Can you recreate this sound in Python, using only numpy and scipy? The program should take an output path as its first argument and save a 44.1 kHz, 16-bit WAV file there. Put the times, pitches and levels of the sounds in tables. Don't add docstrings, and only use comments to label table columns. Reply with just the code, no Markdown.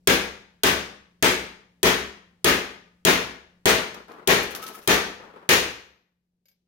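import sys
import numpy as np
from scipy import signal
from scipy.fft import rfft, irfft
from scipy.io import wavfile
from scipy.ndimage import uniform_filter1d

SR = 44100
rng = np.random.default_rng(int(sys.argv[2]) if len(sys.argv) > 2 else 0)


def to_wav(sig):
    pcm = np.clip(np.atleast_2d(sig), -1, 1) * 32767
    pcm = np.round(pcm).astype(np.int16)
    wavfile.write(sys.argv[1], SR, pcm.T)


N = 294147
SECOND = np.arange(SR) / SR


def amp(db):
    return 10 ** (np.asarray(db) / 20)


def unit(x):
    return x / np.sqrt(np.mean(x ** 2) + 1e-20)


def along(points, hz):
    f, v = np.transpose(points)
    return np.interp(np.log(hz + 1), np.log(f + 1), v)


def add(track, s, sound):
    span = track[:, round(s * SR):][:, :sound.shape[-1]]
    span += sound[..., :span.shape[1]]


def wander(length, size):
    return unit(uniform_filter1d(rng.standard_normal(length), size))


def onset(rise_s):
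    return 1 - np.exp(-SECOND / rise_s)


def strokes(rows, attack_s, sag_db_per_s, release_t60):
    out = np.zeros((1, N))
    for s, length, db in rows:
        release_db = 60 * np.maximum(SECOND - length, 0) / release_t60
        add(out, s, onset(attack_s) * amp(db - sag_db_per_s * SECOND - release_db))
    return out[0]


# (frequency [Hz], side against mid [dB])
WIDTH = [(60, -11), (300, -14.5), (700, -1), (1500, 0), (15000, 0)]
# (frequency [Hz], left against right [dB])
LEAN = [(60, 1), (300, 5.1), (1500, 4.5), (5000, 3), (8500, 1), (13000, 5.5)]


def noise(spectrum, size):
    hz = np.fft.rfftfreq(size, 1 / SR)
    mid, side = rfft(rng.standard_normal((2, size))) * amp(along(spectrum, hz))
    width = amp(along(WIDTH, hz))
    lean = amp(along(LEAN, hz) / 2)
    pair = np.array([(mid + width * side) * lean, (mid - width * side) / lean])
    return unit(irfft(pair / np.hypot(1, width), size))


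def paths(modes):
    hz = np.transpose(modes)[0]
    apart = np.arctan(amp(along(WIDTH, hz))) * rng.choice([-1, 1], len(hz))
    return rng.uniform(0, 2 * np.pi, len(hz)) + np.outer([1, -1], apart)


def ring(modes, phases, blur=0):
    hz, db, t60 = np.transpose(modes)
    size = amp(db + 2 * rng.standard_normal(len(hz)))
    lean = amp(np.outer([1, -1], along(LEAN, hz)) / 2)
    clock = SECOND + blur * np.cumsum(wander(SR, size=60)) / SR
    alive = SECOND < 2 * t60.max()
    turning = np.outer(2j * np.pi * hz, clock[alive])
    damping = np.outer(np.log(1000) / t60, SECOND[alive])
    sound = ((size * lean * np.exp(1j * phases)) @ np.exp(turning - damping)).imag
    return np.pad(sound, ((0, 0), (0, SR - sound.shape[1])))


# (frequency [Hz], decay time t60 [s])
ROOM = [(60, .66), (300, .53), (1500, 0.53), (5000, 0.5), (8000, 0.43), (15000, 0.33)]


def tail(spectrum, resonances=0):
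    diffuse = unit(irfft(rfft(noise(spectrum, SR)) * amp(resonances), SR))
    hz, t, z = signal.stft(diffuse, SR, nperseg=512)
    fade = amp(-60 * t / along(ROOM, hz)[:, None])
    return signal.istft(z * fade, SR, nperseg=512)[1][:, :SR]


def in_room(x, wet_db):
    echo = tail([(100, 0), (15000, 0)])
    echo = echo / np.linalg.norm(echo[0])
    return x + amp(wet_db) * signal.fftconvolve(x, echo, axes=1)[:, :N]


# (frequency [Hz], relative level [dB])
HUM = [(70.0, -90.5), (177.6, -79)]
# (frequency [Hz], relative density [dB per Hz])
AIR = [(25, -6.5), (180, -1.5), (450, -11.5), (1200, -27), (5000, -28), (15000, -37)]


def workshop(air_db=-84, busy_db=14, settle_db_per_s=35.5, hum_db=82):
    t = np.arange(N) / SR
    hum = sum(amp(db + hum_db) * np.sqrt(2) * np.sin(2 * np.pi * hz * t) for hz, db in HUM)
    raised_db = np.clip(busy_db - settle_db_per_s * (t - BLOWS[-1][0]), 0, busy_db)
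    return amp(air_db + raised_db) * (noise(AIR, N) + hum)


# (frequency [Hz], relative density [dB per Hz])
CRACK = [(60, -11), (180, 8), (700, -12), (1800, -16), (3300, 3.5), (5500, 0.5), (7400, -4.5),
         (11000, -2.5), (15500, -1.5)]
# (frequency [Hz], relative level [dB], decay time t60 [s])
BAR = [(3240, -2.5, 0.043), (6560, -6.5, 0.058), (8356, -2, .04), (11040, -9.5, 0.08)]


def crack(crack_db=8.5, crack_t60=0.021, left_db=0.0, bar_db=0):
    burst = amp(crack_db - 60 * SECOND / crack_t60) * noise(CRACK, SR) * amp([[left_db], [-left_db]])
    return burst + amp(bar_db) * ring(BAR, paths(BAR), blur=0.0053)


# (frequency [Hz], relative density [dB per Hz])
CLANG = [(25, -23.5), (60, -7), (110, -11.5), (220, -5), (420, 1.5), (560, -2), (1050, -3.5), (1800, 0),
         (3300, -4), (5000, -10), (6800, -10), (7300, -18.5), (11000, -16.5), (15500, -16.5)]
# (frequency [Hz], relative density [dB per Hz])
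BAR_RING = [(30, -90), (7300, -51), (8050, -9.5), (8330, 1.5), (8650, -13), (9500, -50)]
# (frequency [Hz], change [dB])
SEATED = [(60, -3), (300, -2), (750, -2.5), (1400, -1.5), (2600, 0.5), (6000, 1.5), (13000, 1.5)]


def clang(resonances, seated, ring_db, first_share, build_s=0.028, clang_db=-4.5, sing_db=-3):
    colour = resonances + 1.3 * wander(SR // 2 + 1, size=90)
    stiffening = seated * along(SEATED, np.fft.rfftfreq(SR, 1 / SR))
    swell = 1 - (1 - first_share) * np.exp(-(SECOND / build_s) ** 2)
    dense = amp(clang_db) * tail(CLANG, colour + stiffening)
    return swell * (dense + amp(sing_db + ring_db) * tail(BAR_RING))


# (frequency [Hz], relative level [dB], decay time t60 [s])
BENCH = [(65.7, -9.5, 0.64), (124.5, -10.5, 0.42), (174.8, -1.5, 0.49), (202.7, -7.5, 0.68),
         (252.2, -5.5, 0.48), (266.2, -4.5, 0.45), (285.5, -9, 0.34), (315, -8.5, 0.16), (365, 1, 0.45),
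         (384, -1.5, 0.41), (391.6, 0, 0.34), (431.4, -2.5, 0.51), (437, -5, 0.32), (473.4, -1.5, 0.45),
         (523, -18, 0.71), (649.4, -2.5, 0.38), (865, -9, 0.45), (891, -11.5, 0.63)]
# (frequency [Hz], relative level [dB], decay time t60 [s])
HUB = [(639, -2, 0.55), (789, -9, 0.6), (960, -3.5, 0.57), (1600, -4, 0.5), (1700, -1, 0.56),
       (1826, -1.5, 0.55), (2150, -3.5, 0.19), (2440, 1, 0.45), (3310, -1.5, .45), (6540, -2.5, 0.41),
       (11290, -16, .4), (13507, -11, .45)]


def thud(bench_paths, hub_paths, bench_db=-19, bench_rise_s=0.0073, hub_db=-27, hub_rise_s=0.0079):
    aim = 0.5 * rng.standard_normal(len(BENCH))
    bench = amp(bench_db) * onset(bench_rise_s) * ring(BENCH, bench_paths + aim)
    hub = amp(hub_db) * onset(hub_rise_s) * ring(HUB, hub_paths)
    return bench + hub


# (time [s], strength [dB],
# crack against strength [dB], bar ring against strength [dB], share of the clang present at once [0-1])
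BLOWS = [(0.073, -5.5, -9.5, -26, 0.39), (0.634, -5.8, -11, -23, 0.3), (1.225, -5.5, -13.5, -21, 0.41),
         (1.83, -4.5, -13, -27, 0.18), (2.444, -4.5, -12, -30, 0.18), (3.05, -3.5, -12.5, -34, 0.16),
         (3.656, -4, -14, -22, .3), (4.274, -4, -13, -30.5, 0.18), (4.875, -4.5, -13, -30, 0.19),
         (5.49, -3.5, -17, -27.5, 0.46)]


def hammer(contact_s=0.0004, seated_loss_db=6):
    out = np.zeros((2, N))
    bench_paths, hub_paths = paths(BENCH), paths(HUB)
    resonances = 1.1 * wander(SR // 2 + 1, size=16)
    for s, db, hard_db, ring_db, first_share in BLOWS:
        seated = float(s == BLOWS[-1][0])
        hard = amp(hard_db) * crack()
        dense = clang(resonances, seated, ring_db, first_share)
        low = amp(-seated_loss_db * seated) * thud(bench_paths, hub_paths)
        add(out, s, amp(db) * onset(contact_s) * (hard + dense + low))
    return out


# (frequency [Hz], relative level [dB], decay time t60 [s])
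RACE = [(12963, 0, .85)]
# (time [s], level [dB])
RACE_RINGS = [(3.657, -52), (5.491, -48.5)]


def race():
    out = np.zeros((2, N))
    for s, db in RACE_RINGS:
        add(out, s, amp(db) * ring(RACE, paths(RACE), blur=0.001))
    return out


# (start [s], length [s], level [dB])
ROLLS = [(3.935, 0.054, -42.5), (4.08, 0.15, -44), (4.53, 0.28, -40.5), (5.19, 0.11, -46),
         (5.335, 0.1, -49)]
# (frequency [Hz], relative density [dB per Hz])
ROLLING = [(59, -62.5), (100, -30), (188, -12), (330, -11.5), (434, -4), (535, -10.5), (1240, -9.5),
           (5150, -36.5), (6480, -43.5), (15000, -48.5)]


def rolling(bumps_db=2.0):
    speed = strokes(ROLLS, attack_s=0.005, sag_db_per_s=29, release_t60=0.4)
    return speed * amp(bumps_db * wander(N, size=700)) * noise(ROLLING, N)


# (time [s], relative level [dB])
RATTLE = [(3.9444, -33.5), (4.0816, -43), (4.119, -40.5), (4.5501, -17.5), (4.627, -25), (4.6645, -20.5),
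          (4.817, -35.5)]
# (frequency [Hz], relative density [dB per Hz])
TICK = [(150, -14), (400, 1), (1300, -10.5), (3000, 1.5), (6000, 0), (8000, -11.5), (13000, -4.5),
        (15500, -14.5)]
# (frequency [Hz], relative level [dB], decay time t60 [s])
PART = [(5800, -6, .08), (10300, -6.5, .12), (12963, -5.5, .2)]


def knocks(tick_db=-12, tick_t60=0.045, ring_db=-25, room_db=-24, chatter_db=5):
    out = np.zeros((2, N))
    for s, db in RATTLE:
        chatter = unit(amp(chatter_db * wander(SR, size=90)))
        tick = amp(tick_db - 60 * SECOND / tick_t60) * chatter * noise(TICK, SR)
        jingle = amp(ring_db) * ring(PART, paths(PART), blur=0.008)
        add(out, s, amp(db) * (tick + jingle + amp(room_db) * tail(TICK)))
    return out


# (start [s], length [s], level [dB])
SCRAPES = [(4.425, 0.024, -38), (4.502, 0.022, -41), (4.55, 0.012, -35.5), (4.617, .022, -38),
           (4.664, .026, -41.5), (4.73, .06, -46.5), (4.82, 0.036, -53.5)]
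# (frequency [Hz], relative density [dB per Hz])
SCRATCHING = [(400, -22), (1500, 2), (3000, 0), (4500, -6.5), (6300, -2), (8000, -8), (10500, 0),
              (12000, -7), (13200, 0.5), (15500, -6.5)]
# (start [s], length [s], level [dB])
SQUEAKS = [(4.62, .03, -36), (4.672, 0.023, -41), (4.741, 0.016, -41)]


def scraping(grit_db=4, squeak_hz=1296, flutter=0.018, room_db=-9):
    grit = unit(amp(grit_db * wander(N, size=70)) * noise(SCRATCHING, N))
    scrapes = strokes(SCRAPES, attack_s=0.004, sag_db_per_s=23.5, release_t60=0.07) * grit
    slips = np.cumsum(squeak_hz * (1 + flutter * wander(N, size=60))) / SR
    chirps = strokes(SQUEAKS, attack_s=0.005, sag_db_per_s=62, release_t60=0.065)
    lean = amp(along(LEAN, squeak_hz) / 2 * np.array([[1], [-1]]))
    squeaks = chirps * np.sin(2 * np.pi * slips) * lean
    return in_room(scrapes + squeaks, room_db)


# (time [s], relative level [dB])
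LIFT = [(6.456, -62), (6.484, -58.5), (6.514, -66.5)]
# (frequency [Hz], relative level [dB], decay time t60 [s])
CLINK = [(546, -7, 0.13), (1600, -8, 0.09), (2250, -1.5, 0.15), (3030, -6, 0.062), (4960, 1.5, 0.15),
         (6720, 4, 0.048), (12750, 6, 0.12)]


def lift(ring_db=-8, scrape_db=-6, scrape_t60=0.083, room_db=-18):
    out = np.zeros((2, N))
    for s, db in LIFT:
        scrape = amp(scrape_db - 60 * SECOND / scrape_t60) * noise(TICK, SR)
        clink = amp(ring_db) * ring(CLINK, paths(CLINK), blur=0.036)
        add(out, s, amp(db) * (scrape + clink + amp(room_db) * tail(TICK)))
    return out


def scene():
    return workshop() + hammer() + race() + rolling() + knocks() + scraping() + lift()


def record(dry, top_hz=15800):
    held = dry / (1 + dry ** 6) ** (1 / 6)
    low_pass = signal.ellip(10, 0.1, 90, top_hz, fs=SR, output="sos")
    return signal.sosfilt(low_pass, held)


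dry = scene()
out = record(dry)
to_wav(out)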